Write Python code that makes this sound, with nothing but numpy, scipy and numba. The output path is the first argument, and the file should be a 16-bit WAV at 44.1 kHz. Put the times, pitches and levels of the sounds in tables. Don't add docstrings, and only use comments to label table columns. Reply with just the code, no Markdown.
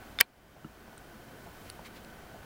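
import sys
import numpy as np
from scipy import signal
from scipy.fft import rfft, irfft
from scipy.io import wavfile
from numba import njit

SR = 44100
rng = np.random.default_rng(int(sys.argv[2]) if len(sys.argv) > 2 else 0)


def output_pcm(signal):
    pcm = np.clip(np.atleast_2d(signal).T, -1, 1) * 32767
    wavfile.write(sys.argv[1], SR, np.round(pcm).astype(np.int16))


N = 108045
TIME_S = np.arange(N) / SR
FREQ_HZ = np.fft.rfftfreq(N, 1 / SR)


def undb(db):
    return 10 ** (np.asarray(db) / 20)


def unit_rms(x):
    return x / np.sqrt(np.mean(x ** 2))


def colour(x, spectrum):
    hz, db = np.array(spectrum).T
    gain = undb(np.interp(np.log(np.maximum(FREQ_HZ, 1)), np.log(hz), db))
    return unit_rms(irfft(rfft(x) * gain, N))


def noise(spectrum):
    return colour(rng.standard_normal(N), spectrum)


def band(centre_hz, width_hz):
    detuning = 2 * (FREQ_HZ - centre_hz) / width_hz
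    return unit_rms(irfft(rfft(rng.standard_normal(N)) / (1 + detuning ** 2), N))


def decay(start_s, t60_s):
    age_s = TIME_S - start_s
    return (age_s >= 0) * np.exp(-np.log(1000) * np.maximum(age_s, 0) / t60_s)


def swell(peak_s, half_width_s):
    return np.exp(-((TIME_S - peak_s) / half_width_s) ** 2)


def ring(start_s, modes):
    age_s = TIME_S - start_s
    return sum((-1) ** k * undb(db) * decay(start_s, t60_s) * np.sin(2 * np.pi * hz * age_s)
               for k, (hz, db, t60_s) in enumerate(modes))


# pitch_hz, level_db, t60_s
CATCH_MODES = [(4730, -5.5, 0.01), (5160, -7.5, 0.013), (5820, -10.5, 0.01), (7120, -10.5, .006),
               (8770, -6, 0.0056), (9720, -7, .006), (11240, -5, 0.0064), (13550, -2, .006),
               (14360, -3, .005), (15300, -4, .005)]
SHELL_MODES = [(495, -18, .03), (720, -30.5, .055), (940, -23.5, 0.043), (1140, -20.5, .03),
               (1360, -20.5, 0.029), (1566, -7.5, 0.016), (1876, -1, 0.016), (2270, -1, 0.018),
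               (2374, -22, 0.056), (2620, -19.5, 0.036), (3030, -7.5, 0.02), (3210, -15, 0.018),
               (4250, -32, .06), (8460, -40.5, .06), (9690, -45.5, .065)]
# freq_hz, level_db
PLASTIC_SPECTRUM = [(150, -20), (500, -10.5), (1100, 1), (2000, 2), (3200, -1.5), (5500, -4), (8500, -3),
                    (12000, -11), (16000, -10)]
REFLECTION_SPECTRUM = [(200, -10.5), (700, 3.5), (2500, -1), (4000, -3), (5500, -19), (8500, -17),
                       (11000, -28), (16000, -30)]

def snap(start_s, shell_lag_s=0.00019, shell_attack_s=0.0007):
    catch = undb(2) * ring(start_s, CATCH_MODES)
    crack = undb(-8.5) * decay(start_s, t60_s=0.0095) * noise(PLASTIC_SPECTRUM)
    shell_start_s = start_s + shell_lag_s
    shell_onset = np.clip((TIME_S - shell_start_s) / shell_attack_s, 0, 1)
    shell = undb(3) * shell_onset * ring(shell_start_s, SHELL_MODES)
    reflections = undb(-25) * decay(start_s, t60_s=0.073) * noise(REFLECTION_SPECTRUM)
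    return catch + crack + shell + reflections


def drag(start_s, peak_s, end_s, slips_per_s=6000, rise_db=35.5, fall_db=3.5):
    slips = unit_rms(rng.standard_normal(N) * (rng.random(N) < slips_per_s / SR))
    friction = 0.67 * rng.standard_normal(N)
    before_peak = np.maximum((peak_s - TIME_S) / (peak_s - start_s), 0)
    after_peak = np.maximum((TIME_S - peak_s) / (end_s - peak_s), 0)
    envelope = undb(-17.5 - rise_db * before_peak - fall_db * after_peak) * (TIME_S < end_s)
    return envelope * colour(slips + friction, PLASTIC_SPECTRUM)


# pitch_hz, level_db, t60_s
TOUCH_MODES = [(1384, -3.5, .012), (1800, 0.5, 0.0062), (2220, 1, 0.01), (3590, -2, 0.064),
               (4200, -9.5, .02), (4980, -9.5, .016), (10500, -10.5, .003)]

def touch(start_s):
    return undb(-24) * ring(start_s, TOUCH_MODES)


# pitch_hz, level_db, t60_s
BUMP_MODES = [(150.5, 2.5, 0.075), (223, 0, 0.077), (314.5, -0.5, 0.098), (1350, 0, 0.024),
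              (2860, -13, 0.031)]

def bump(start_s):
    return undb(-34) * ring(start_s, BUMP_MODES)


# start_s, level_db
NUDGES = [(0.566, -45.5), (0.878, -46.5), (0.929, -47.5), (1.465, -47), (1.791, -45.5), (2.342, -48)]
# freq_hz, level_db
NUDGE_SPECTRUM = [(100, -4), (450, -11), (730, 4), (1100, -9.5), (1700, -19.5), (4000, -30), (12000, -47)]

def nudges():
    thud = noise(NUDGE_SPECTRUM)
    return sum(undb(db) * decay(start_s, t60_s=0.11) * thud for start_s, db in NUDGES)


# peak_s, level_db, low_hz, high_hz, high_re_low_db
TICKS = [(0.9802, -52.5, 6440, 8870, 6), (1.7006, -41.5, 4500, 9900, -.5), (2.048, -50.5, 4800, 8150, -2.5)]
# peak_s, half_width_s, level_db
RUBS = [(1.68, 0.032, -57.5), (1.863, .016, -48.5), (1.969, 0.019, -52.5)]
# freq_hz, level_db
SKIN_SPECTRUM = [(600, -10), (2200, 3), (4500, -4.5), (6000, -11), (10000, -14), (16000, -18)]

def fingers(tick_width_hz=1640):
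    skin = noise(SKIN_SPECTRUM)
    out = np.zeros(N)
    for peak_s, db, low_hz, high_hz, high_db in TICKS:
        resonances = band(low_hz, tick_width_hz) + undb(high_db) * band(high_hz, tick_width_hz)
        out += undb(db) * swell(peak_s, half_width_s=0.0012) * (resonances + undb(-1) * skin)
    for peak_s, half_width_s, db in RUBS:
        out += undb(db) * swell(peak_s, half_width_s) * skin
    return out


# freq_hz, level_db
AIR_SPECTRUM = [(20, -3.5), (52, 0.5), (120, -1.5), (240, -2), (460, -6), (650, -6), (1000, -10),
                (1700, -11.5), (3000, -21), (5000, -27), (8000, -35), (16000, -44.5)]
# centre_hz, width_hz, level_db
FAN_RESONANCES = [(227, 25, -64), (720.4, 60, -64.5), (1500, 110, -63), (3096, 250, -70.5)]

def fan(flutter_db=0.1):
    air = undb(-50.5) * noise(AIR_SPECTRUM)
    resonances = sum(undb(db) * band(hz, width_hz) for hz, width_hz, db in FAN_RESONANCES)
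    return (air + resonances) * undb(flutter_db * band(0, width_hz=25))


# pitch_hz, rms_db
HUM_LINES = [(53.8, -64.5), (393, -70)]

def hum():
    return sum(undb(db) * np.sqrt(2) * np.sin(2 * np.pi * (hz * TIME_S + rng.random()))
               for hz, db in HUM_LINES)


# freq_hz, level_db
HISS_SPECTRUM = [(1500, -3.5), (4400, 1.5), (7500, -1), (10000, -1), (12200, 1.5), (13100, -4.5),
                 (14000, -2), (15000, 5.5), (15800, 1), (16100, -16)]
# time_s, gain_db
HISS_ENVELOPE = [(0, 0), (.7, 0.5), (1.3, 0.6), (1.66, 3), (1.8, 0.5), (2.45, -0.5)]

def hiss():
    gain_db = np.interp(TIME_S, *np.array(HISS_ENVELOPE).T)
    return undb(-62.5 + gain_db) * noise(HISS_SPECTRUM)


def scene():
    snap_s = 0.2099
    catch = touch(start_s=0.1877) + drag(start_s=0.1972, peak_s=0.2058, end_s=snap_s) + snap(snap_s)
    handling = bump(start_s=0.6455) + nudges() + fingers()
    return (catch + handling + fan() + hum() + hiss())[None]


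@njit
def gain_control(excess_db, attack_s, hold_s, release_s):
    out = np.zeros(len(excess_db))
    duck_db, hold_samples = 0., 0.
    for i in range(len(excess_db)):
        if excess_db[i] > duck_db:
            duck_db += (excess_db[i] - duck_db) / (attack_s * SR)
            hold_samples = hold_s * SR
        elif hold_samples > 0:
            hold_samples -= 1
        else:
            duck_db -= duck_db / (release_s * SR)
        out[i] = duck_db
    return out


def record(dry, threshold_db=-9.5, ceiling=0.78, cutoff_hz=16200):
    mic = dry[0]
    excess_db = np.maximum(20 * np.log10(np.abs(mic) + 1e-9) - threshold_db, 0)
    duck_db = gain_control(excess_db, attack_s=0.0005, hold_s=0.11, release_s=0.42)
    clipped = ceiling * np.tanh(mic * undb(-duck_db) / ceiling)
    lowpass = signal.ellip(10, 0.2, 80, cutoff_hz, fs=SR, output="sos")
    return signal.sosfilt(lowpass, clipped)[None]


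dry = scene()
out = record(dry)
output_pcm(out)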